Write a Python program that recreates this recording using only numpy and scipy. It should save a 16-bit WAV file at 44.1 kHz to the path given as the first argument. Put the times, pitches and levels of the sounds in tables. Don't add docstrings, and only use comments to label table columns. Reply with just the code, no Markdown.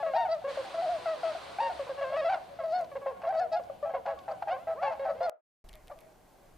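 import sys
import numpy as np
from scipy import signal
from scipy.io import wavfile
from scipy.ndimage import uniform_filter1d

SR = 44100
rng = np.random.default_rng(int(sys.argv[2]) if len(sys.argv) > 2 else 0)


def unload_audio(sound):
    columns = np.transpose(np.atleast_2d(sound))
    steps = np.round(np.clip(columns, -1, 1) * 32767)
    wavfile.write(sys.argv[1], SR, steps.astype(np.int16))


def undo_db(level):
    steps = np.asarray(level, float) / 20
    return 10 ** steps


N = 289737
TIME = np.arange(N) / SR
LAKE_ENDS_S, HILL_STARTS_S = 5.2962, 5.641
WINDPIPE_HZ = 465
THROAT_TOP_HZ, THROAT_DROP_DB_PER_OCT = 2580, 10.5
DULL_BILL_DB, BILL_HISS_DB = -47.5, -19

# (start [s], length [s], pitch [Hz], level [dB], bill resonance [dB])
DEEP_BARKS = [(.443, 0.038, 549, -32, -51), (.472, 0.049, 558, -32, -45), (1.616, 0.075, 553, -36.5, -46),
              (2.955, 0.026, 549, -32, -65), (3.064, 0.058, 533, -33, -52.5), (3.597, 0.01, 572, -37, -53),
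              (3.94, 0.042, 545, -32, -61), (4.066, 0.076, 556.7, -36, -44.5),
              (3.895, 0.057, 548, -45, -46), (5.912, 0.024, 590, -43.5, -32)]
BARKS = [(.575, 0.041, 540.5, -32, -45), (1.796, .028, 561, -32, -39), (1.895, 0.029, 546, -33, -43.5),
         (.03, 0.069, 654, -31, -49), (.252, 0.022, 750, -32.5, -37.5), (1.059, 0.088, 651, -31, -31),
         (1.234, 0.083, 653.5, -31, -30), (1.35, 0.019, 679, -37.5, -24), (1.699, 0.021, 728, -34, -23.5),
         (2.125, 0.015, 661, -33.5, -37), (2.591, 0.028, 662.8, -35.5, -39),
         (4.282, 0.016, 663, -34.5, -45), (4.906, 0.032, 662, -35, -33), (3.95, 0.011, 665, -36, -44)]
WHOOPS = [
    (2.355, 0.0335, 657, -40.5, -45),
    (4.303, 0.027, 663, -36.5, -22),
]
HELD = [(.001, 0.025, 853, -39.5, -38), (.162, 0.078, 926.6, -29.5, -35), (1.604, 0.082, 925, -28.5, -27),
        (2.012, 0.012, 667, -36, -48), (2.04, 0.039, 683, -43.5, -45), (3.337, 0.025, 750, -37.5, -44),
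        (3.532, 0.034, 835, -35.5, -52), (4.476, 0.026, 629, -37, -39), (3.856, 0.024, 815, -44, -57.5),
        (3.895, 0.017, 782, -44, -56), (4.996, .052, 548, -34.5, -48)]
MELLOW = [
    (3.829, 0.02, 588.5, -29.5, -51),
    (3.85, 0.057, 659, -36, -48),
    (4.075, 0.057, 658, -36.5, -47),
    (4.672, .064, 656, -32.5, -42),
    (5.056, 0.072, 652, -34, -36),
]
CLIMBS = [
    (4.495, 0.047, 745, -29, -51),
]

# (start [s], length [s], pitch [Hz], level [dB])
DULL_NOTES = [(0.65, 0.039, 780, -45.5), (3.939, 0.012, 738, -35), (4.057, .012, 720, -36.5),
              (4.068, 0.035, 815, -36.5), (4.282, 0.035, 797, -36.5), (4.474, 0.026, 795, -34),
              (4.674, 0.055, 800, -43), (5.055, 0.033, 769, -33), (4.06, 0.04, 990, -49),
              (3.9, 0.038, 830, -51), (4.1, 0.041, 840, -49.5), (4.688, .022, 510, -45.5),
              (4.425, .01, 706, -34.5), (5.209, 0.049, 520, -35), (5.745, 0.047, 617, -59),
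              (5.96, 0.035, 650, -60), (3.062, 0.0087, 570, -33), (5.9, 0.016, 670, -47),
              (.572, 0.0069, 630, -40.5), (2.1, .05, 600, -38.5), (.42, 0.016, 740, -47),
              (.25, .045, 850, -48.5)]
YIPS = [
    (1.348, 0.028, 840, -45),
    (3.7, 0.0073, 663.3, -35.5),
    (4.425, 0.006, 903, -34),
    (5.906, 0.0036, 823, -42.5),
]
SLIDES = [
    (.137, 0.019, 874, -24),
    (1.587, 0.019, 927, -25.5),
    (4.585, 0.05, 742, -45.5),
    (5.15, 0.056, 581, -41),
]
MURMURS = [(.001, 0.028, 564, -42.5), (.064, 0.062, 548.3, -38.5), (.703, 0.071, 553, -52),
           (1.87, 0.015, 500, -44.5), (2.604, 0.036, 540, -43.5), (2.84, 0.017, 500, -50.5),
           (2.917, 0.016, 565, -43), (3.236, 0.03, 550, -43), (4.285, 0.055, 527, -48),
           (3.018, 0.058, 550, -45.5), (4.525, 0.036, 528, -40), (4.565, 0.011, 550, -43.5),
           (.985, 0.077, 499, -50.5), (1.17, 0.083, 502.5, -50), (2.803, 0.013, 541.8, -45),
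           (4.95, 0.029, 548, -50.5)]
REEDY = [
    (3.4, 0.02, 860, -54),
    (3.12, 0.088, 550, -63),
    (4.175, 0.04, 555, -59),
    (4.335, 0.02, 510, -58.5),
    (3.968, 0.014, 500, -47),
]

# (share of length, pitch ratio, level [dB])
DEEP_SHAPE = [(0, 0.93, 0), (.15, 1.01, 1.5), (.7, .995, -2), (1.001, 0.87, -8.5)]
BARK_SHAPE = [(0, 1.07, 2.5), (.2, .99, 0.6), (0.651, 1.0, -0.5), (1, .93, -5)]
WHOOP_SHAPE = [(0, .92, 1), (0.349, 1, -2), (0.601, 1.0, 4.5), (1.001, .87, -6)]
NOTE_SHAPE = [(0, .99, 0), (.15, 1, 0), (.85, 1, 0), (1, .975, -2)]
DULL_SHAPE = [(0, 1.015, 2), (.5, 1, 0), (1, .975, -4)]
YIP_SHAPE = [(0, 0.918, 4), (1.001, .82, -9.5)]
SLIDE_SHAPE = [(0, .8, -2.5), (0.399, .89, -5.5), (1, 0.95, -5)]
MURMUR_SHAPE = [(0, 1.02, 2.5), (1, .98, -1.5)]
CLIMB_SHAPE = [(0, .83, -4), (.45, 0.97, 1), (0.748, .995, -2.5), (1.2, 1.06, -12)]

# (calls, shape, second harmonic [dB], overtone loss [dB/octave])
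VOICES = [
    (DEEP_BARKS, DEEP_SHAPE, -10.5, 13.2),
    (BARKS, BARK_SHAPE, -14, 15),
    (WHOOPS, WHOOP_SHAPE, -13.5, 27),
    (HELD, NOTE_SHAPE, -17, 9),
    (DULL_NOTES, DULL_SHAPE, -18, 36),
    (YIPS, YIP_SHAPE, -15, 36),
    (SLIDES, SLIDE_SHAPE, -15, 6.6),
    (MURMURS, MURMUR_SHAPE, -5.5, 16),
    (REEDY, MURMUR_SHAPE, 3.9, 23),
    (CLIMBS, CLIMB_SHAPE, -12.5, 8),
    (MELLOW, NOTE_SHAPE, -15, 25),
]

# (time [s], pitch [Hz], level [dB])
YODELS = [
    [(.744,663,-33),(.768,660,-41),(.785,665,-30),(.81,675,-32.5)],
    [(.822,738,-31),(.83,730,-31),(.853,735,-29),(.866,628,-32),(.882,627,-32),(.9,714,-28.5),(.915,716,-30),(.94,683,-31),(.975,611,-38)],
    [(1.968,560,-54),(2.0,561,-35),(2.012,537,-39),(2.03,574.4,-30),(2.05,522,-35.5),(2.09,531.5,-39),(2.12,545,-41),(2.153,556,-30.5),(2.162,585,-32.5)],
    [(2.168,640,-29.5),(2.178,650,-30),(2.192,634,-29.5),(2.21,623,-29),(2.218,553,-32),(2.238,559,-32.5)],
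    [(2.245,651,-31),(2.258,686,-28),(2.268,657,-27.5),(2.283,657,-29.5),(2.295,746,-26),(2.31,793,-28),(2.32,757,-33),(2.33,784,-27.5),(2.344,705,-26)],
    [(3.235,675,-38),(3.26,655,-36),(3.278,661,-28),(3.3,764,-31),(3.31,798,-30.5),(3.322,757,-36)],
    [(4.75,420,-50.5),(4.785,566,-42.5),(4.818,693,-43.5)],
    [(4.815,700,-39),(4.826,715,-29),(4.86,860,-34),(4.88,862,-29),(4.9,888,-45.5),(4.925,907,-47.5),(4.945,811,-43.5)],
    [(4.825,559,-40),(4.842,571,-31.5),(4.862,563,-33),(4.88,532,-36.5),(4.905,529,-39)],
    [(5.087,570,-33),(5.1,586,-29.5),(5.108,563,-28.5),(5.116,544,-38.5)],
]
# (time [s], pitch [Hz], level [dB], bill opening [dB])
BUGLES = [
    [(.146,643,-30,-13.5),(.171,663,-27,1),(.179,734,-27.5,-10),(.19,765,-30,-22),(.21,718,-28.5,-23),(.243,633,-37,-22)],
    [(.288,645,-31,-17),(.308,639,-30.5,-7.5),(.32,662,-28,4),(.332,671,-27,-3.5),(.343,644,-30,-9),(.37,589.5,-38.5,-15)],
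    [(2.637,646,-31.5,-15),(2.66,664,-31.5,-9.5),(2.672,630,-35.5,-11),(2.683,650,-34,-13),(2.715,628,-33,-1.5),(2.74,718.5,-27,-7.5),(2.762,736,-28.5,-4),(2.79,720,-30,-12),(2.832,644,-35.5,-12)],
    [(3.325,653,-30.5,-17),(3.345,636.5,-33.5,-13),(3.365,649,-31,-13),(3.382,635,-28,-2.5),(3.398,682,-26,-1),(3.41,748,-30.5,-6.5),(3.42,741,-26,-9.5),(3.44,710,-31,-10),(3.462,637,-38.5,-19.5)],
    [(3.518,660,-33,-5.5),(3.525,643,-29,-1),(3.55,651.6,-28.5,0),(3.562,694,-29,-9),(3.575,725,-29,-10.5),(3.6,676,-40.5,-12)],
    [(5.207,654,-30,-14.5),(5.22,695,-30.5,-6.5),(5.24,712,-31,-3.5),(5.253,717,-29.5,-1.5),(5.265,689.4,-29,-8.5),(5.295,608,-31,-22)],
    [(3.405,520,-47,0),(3.43,485,-45,0),(3.47,470,-47,0),(3.5,510,-52,0)],
]
# (second harmonic [dB], bill resonance [dB], overtone loss [dB/octave])
PHRASE_COLOURS = [(-16.5,-35,17),(-24,-33.5,24),(-9,-42.5,9.5),(-13.5,-30.5,8),(-14.5,-36.5,7),(-19.5,-32.5,17.5),(0.5,-44,24.5),(-18,-38.5,20),(-5.5,-33,11),(-15.5,-33,20),
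                  (-19.5,-17.5,13.5),(-16,-20,15),(-21.5,-18,14.5),(-20,-23,17),(-18.5,-21,15),(-16.5,-22,19),(-14,-40,20)]
# (time [s], rasp [dB])
RASP = [(0, -27), (2.28, -19.5), (2.35, -9), (2.6, -23.5), (3.25, -11.5), (3.5, -31), (4.0, -19.5),
        (5.3, -16.5)]

# (time [s], level [dB])
SKIM = [
    (0, -69),
    (.46, -72),
    (.5, -58.5),
    (1.2, -61.5),
    (1.27, -58),
    (2.0, -65),
    (2.35, -68.5),
    (2.6, -74),
    (3.4, -100),
]
# (frequency [Hz], level [dB/Hz])
SPRAY = [(180, -34), (300, -6.5), (1000, -0.5), (2060, -9.5), (4400, -10), (5750, -26.5), (8500, -22),
         (11000, -52), (15000, -64.5)]
# (frequency [Hz], level [dB])
HUM = [(29, -80.5), (70, -70), (117, -76.5), (187, -74.5)]
# (frequency [Hz], level [dB/Hz])
LAKE = [(20, -23), (70, -16), (113, -9.5), (300, -13.5), (700, -9), (1500, -27), (3200, -25.5),
        (4800, -34.5), (15000, -39.5)]
# (frequency [Hz], likeness [0-1])
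LIKENESS = [(30, 1), (150, 0.66), (600, 0.64), (4000, 0.68), (12000, 0.36)]
# (start [s], length [s], level [dB])
CROAKS = [(2.132, .012, -46), (2.296, .045, -40), (2.964, .012, -49), (3.012, .014, -53),
          (3.212, .016, -45), (3.94, .014, -48), (4.058, .03, -41), (4.286, .02, -48), (4.421, .01, -44),
          (4.481, .02, -44), (4.679, .015, -47), (4.826, .03, -39), (4.919, .025, -46), (5.046, .015, -44),
          (5.903, .01, -62)]
# (frequency [Hz], width [Hz], level [dB])
CROAK_THROAT = [(850, 280, 5), (1457, 250, -2.5), (2270, 700, -10), (3960, 1000, -21)]
# (time [s], centre [Hz], level [dB])
DRIPS = [
    (2.72, 4900, -53),
    (2.811, 7460, -55),
    (2.844, 3500, -45.5),
    (3.637, 4190, -51),
    (4.189, 3300, -43.5),
]
# (time [s], level [dB])
PUFFS = [
    (5.65, -56),
    (5.72, -57),
    (5.8, -60),
    (5.9, -73),
    (6.53, -61),
]
# (time [s], body [dB], edge [dB])
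TICKS = [(5.689,-50,-46.5),(5.693,-46,-49),(5.7302,-52,-45.5),(5.738,-46.5,-52.5),(5.748,-52,-56),(5.7546,-52,-44.5),(5.8732,-52,-47.5),
         (5.881,-46,-45),(5.989,-50,-56),(6.0062,-61,-46.5),(6.0112,-49.5,-55)]
# (frequency [Hz], level [dB/Hz])
HILL = [(20, -24), (120, -3), (300, -6.5), (680, -4.5), (1200, -14), (2200, -21.5), (4000, -25),
        (15000, -28)]


def curve(rows):
    return undo_db(np.interp(TIME, *np.transpose(rows)))


def at_hz(points, hz):
    table_hz, value = np.transpose(points)
    return np.interp(np.log(hz), np.log(table_hz), value)


def rms_one(x):
    return x / np.sqrt(np.mean(x ** 2) + 1e-20)


def band(x, low_hz, high_hz):
    return signal.sosfilt(signal.butter(2, [low_hz, high_hz], "band", fs=SR, output="sos"), x)


def drift(rate_hz):
    knots = rng.standard_normal(int(N / SR * 400) + 2)
    return np.interp(TIME * min(rate_hz, 190) * 2, np.arange(len(knots)), knots)


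def banded_noise(spectrum, patchy_db):
    out, together = 0, drift(2.5)
    edges_hz = 18 * 2 ** np.arange(0, 10.1, .5)
    white = rng.standard_normal((2, 2, N))
    for k, (low_hz, high_hz) in enumerate(zip(edges_hz, edges_hz[1:])):
        centre_hz = np.sqrt(low_hz * high_hz)
        mid, side = band(white[k % 2], low_hz, high_hz)
        alike = np.clip(at_hz(LIKENESS, centre_hz), 0, 1)
        flicker_db = patchy_db * (0.78 * together + drift(17))
        gain = undo_db(at_hz(spectrum, centre_hz) + flicker_db)
        out = out + gain * (np.sqrt(1 + alike) * mid + np.sqrt(1 - alike) * side * [[1], [-1]])
    return rms_one(out)


def echoes(x, t60_s, length_s, cut_hz):
    t = np.arange(int(length_s * SR)) / SR
    shared, own = rng.standard_normal(len(t)), rng.standard_normal((2, len(t)))
    dull = signal.butter(1, cut_hz, fs=SR, output="sos")
    tail = signal.sosfilt(dull, shared + 2.9 * own) * undo_db(-60 * t / t60_s)
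    return signal.fftconvolve(x, tail / np.sqrt(np.sum(tail ** 2) / 2), axes=1)[:, :N]


def throat():
    white = rng.standard_normal(N)
    air = band(white, 619, 908) + undo_db(-14.0) * band(white, 1400, 1910)
    return np.array([drift(60), drift(120), curve(RASP), rms_one(air), rms_one(band(white, 3100, 6000))])


def overtone_gains(order, pitch, effort_db, second_db, bill_db, fall_db, luck):
    hz = order * pitch
    throat_loss_db = THROAT_DROP_DB_PER_OCT * np.maximum(np.log2(hz / THROAT_TOP_HZ), 0)
    source = undo_db(second_db - fall_db * np.log2(order / 2) - throat_loss_db)
    bill = undo_db(bill_db + 0.88 * effort_db) * np.exp(-((hz - 4450) / 800) ** 2)
    top_loss_db = 20 * np.clip(hz / 4900 - 1, 0, 2)
    gains = (source + bill) * undo_db(1.44 * luck[:13, None] + 0.18 * effort_db - top_loss_db)
    knots = rng.standard_normal((13, 40))
    since_s = np.arange(len(pitch)) / SR
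    turning = np.array([np.interp(since_s / .02, np.arange(40), k) for k in knots])
    gains = gains * undo_db(.6 * np.minimum(order, 5) * (turning - .5))
    glide_per_s = np.abs(np.gradient(np.log(pitch))) * SR
    return gains * undo_db(-order * glide_per_s * .13)


def add_honk(out, rows, second_db, bill_db, cords, fall_db=13.0):
    s, hz, level_db, *opening_db = np.transpose(rows)
    rise_s, fall_s = .003, .011
    span = slice(max(int((s[0] - rise_s) * SR), 0), min(int((s[-1] + 4 * fall_s) * SR), N))
    t, luck = TIME[span], rng.standard_normal(16)
    waver, shimmer, rasp, air, hiss = cords[:, span]
    since_s, after_s = t - s[0], np.maximum(t - s[-1], 0)

    pitch = uniform_filter1d(np.interp(t, s, hz), size=300) * (1 + .0035 * waver)
    pitch *= 1 - 1.8 * after_s
    phase = 2 * np.pi * np.cumsum(pitch) / SR
    level_db = 20 * np.log10(np.interp(t, s, undo_db(level_db)))
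    bill_db = bill_db + (np.interp(t, s, opening_db[0]) if opening_db else 0)

    order = np.arange(2, 15)[:, None]
    over = overtone_gains(order, pitch, level_db - level_db.max(), second_db, bill_db, fall_db, luck)
    flutter = 1 + rasp * np.roll(shimmer, len(t) // 2) * np.sqrt(order)
    tone = np.sin(phase + luck[13])
    tone += np.sum(over * flutter * np.sin(order * (phase + luck[14])), axis=0)
    tone += rasp * air * (0.65 + 0.38 * np.exp(-np.maximum(since_s, 0) / 0.024))
    tone += undo_db(bill_db + BILL_HISS_DB + 7.9 * waver) * hiss

    edges = np.clip(since_s / rise_s + 1, 0, 1) * np.exp(-after_s / fall_s)
    voice = np.sqrt(2) * undo_db(level_db + 0.81 * shimmer) * edges * tone
    out[0, span] += voice * undo_db(.8 + .4 * luck[15])
    out[1, span] += np.roll(voice, round(.8 * luck[12])) * undo_db(-.7 - .4 * luck[15])


def near_swans():
    out, cords = np.zeros((2, N)), throat()
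    for calls, shape, second_db, fall_db in VOICES:
        for start_s, length_s, hz, level_db, *bill_db in calls:
            rows = [(start_s + share * length_s, ratio * hz, level_db + db) for share, ratio, db in shape]
            add_honk(out, rows, second_db, (bill_db or [DULL_BILL_DB])[0], cords, fall_db)
    for rows, (second_db, bill_db, fall_db) in zip(YODELS + BUGLES, PHRASE_COLOURS):
        add_honk(out, rows, second_db, bill_db, cords, fall_db)
    return signal.sosfilt(signal.butter(4, WINDPIPE_HZ, "high", fs=SR, output="sos"), out)


def far_flock(count):
    out, cords = np.zeros((2, N)), throat()
    for start, long, high, loud in rng.random((count, 4)):
        s, length_s = start * N / SR, 0.024 + 0.0828 * long
        hz, level_db = 560 + 260 * high, -12 * loud
        rows = [(s, .93 * hz, level_db), (s + length_s / 2, hz, level_db),
                (s + length_s, .9 * hz, level_db - 17.5)]
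        add_honk(out, rows, -16.0, -50.0, cords)
    return rms_one(0.14 * out + echoes(out, t60_s=0.35, length_s=0.49, cut_hz=6600))


def skim():
    return curve(SKIM) * undo_db(13.0) * banded_noise(SPRAY, patchy_db=.8)


def hum():
    white = rng.standard_normal(N)
    return sum(undo_db(db) * rms_one(band(white, hz - 5.0, hz + 5.8)) for hz, db in HUM)


def lake_air():
    return undo_db(-56.5) * banded_noise(LAKE, patchy_db=1.0)


def croaks():
    slaps_per_s = 530
    slaps = (rng.random(N) < slaps_per_s / SR) * rng.uniform(0.36, 1, N)
    slaps += 0.026 * rng.standard_normal(N)
    rings = [undo_db(db) * band(slaps, hz - width / 2, hz + width / 2) for hz, width, db in CROAK_THROAT]
    s, length_s, level_db = np.transpose(CROAKS)[:, :, None]
    attack = np.clip((TIME - s) / 0.0019, 0, 1)
    decay = np.exp(-np.maximum(TIME - s - length_s / 2, 0) / length_s)
    return rms_one(sum(rings)) * (undo_db(level_db) * attack * decay).sum(axis=0)


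def drips():
    out, decay_s = np.zeros((2, N)), .005
    for s, hz, level_db in DRIPS:
        puff = rng.standard_normal(1500) * np.exp(-np.arange(1500) / SR / decay_s)
        at = round(s * SR)
        out[:, at:at + len(puff)] += undo_db(level_db) * band(puff, hz / np.sqrt(2), hz * np.sqrt(2))
    return out


def wind():
    rise_s, decay_s, calm_db = 0.023, 0.073, -68.5
    s, level_db = np.transpose(PUFFS)[:, :, None]
    puffs = undo_db(level_db) * np.exp(np.minimum((TIME - s) / rise_s, (s - TIME) / decay_s))
    return (undo_db(calm_db) + puffs.sum(axis=0)) * rms_one(band(rng.standard_normal(N), 14.28, 42))


def ticks():
    body_s, edge_s, rustle_s, rustle_db = 0.0012, 0.00068, 0.078, -13.5
    out, t = np.zeros((3, 2, N + 4000)), np.arange(4000) / SR
    for s, body_db, edge_db in TICKS:
        sides = undo_db(2.5 * rng.standard_normal((2, 1)))
        shapes = np.array([undo_db(body_db) * np.exp(-t / body_s),
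                           undo_db(edge_db) * np.exp(-t / edge_s),
                           undo_db(body_db + rustle_db) * np.exp(-t / rustle_s)])
        at = round(s * SR)
        out[:, :, at:at + len(t)] += (shapes * rng.standard_normal((3, len(t))))[:, None] * sides
    body = undo_db(6.0) * band(out[0], 2030, 4450)
    edge = band(out[1], 7000, 13000)
    rustle = undo_db(5.5) * band(out[2], 1800, 2400)
    return (body + edge + rustle)[:, :N]


def hill_air():
    return undo_db(-61.0) * banded_noise(HILL, patchy_db=.5)


def scene():
    swans, flock = near_swans() + croaks(), far_flock(count=110)
    swans = swans + undo_db(-23) * echoes(swans, t60_s=.6, length_s=.35, cut_hz=1500)
    lake = skim() + drips() + hum() + lake_air() + undo_db(-53.5) * flock
    hill = ticks() + wind() + hill_air() + undo_db(-65.0) * flock
    return swans + np.where(TIME < LAKE_ENDS_S, lake, hill)


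def low_pass(x):
    return signal.sosfilt(signal.butter(12, 15730, fs=SR, output="sos"), x)


def record(dry):
    dry = dry * ((TIME < LAKE_ENDS_S) + np.clip((TIME - HILL_STARTS_S) / 0.0009, 0, 1))
    dry[:, round(LAKE_ENDS_S * SR)] += undo_db(-28.5)
    ambience = band(echoes(dry, t60_s=0.28, length_s=.112, cut_hz=7000), 220, 1700)
    wet = dry + undo_db(-16.5) * ambience
    wet = signal.sosfilt(signal.cheby2(10, 40, 16000, fs=SR, output="sos"), wet)
    return low_pass(wet)


dry = scene()
out = record(dry)
unload_audio(out)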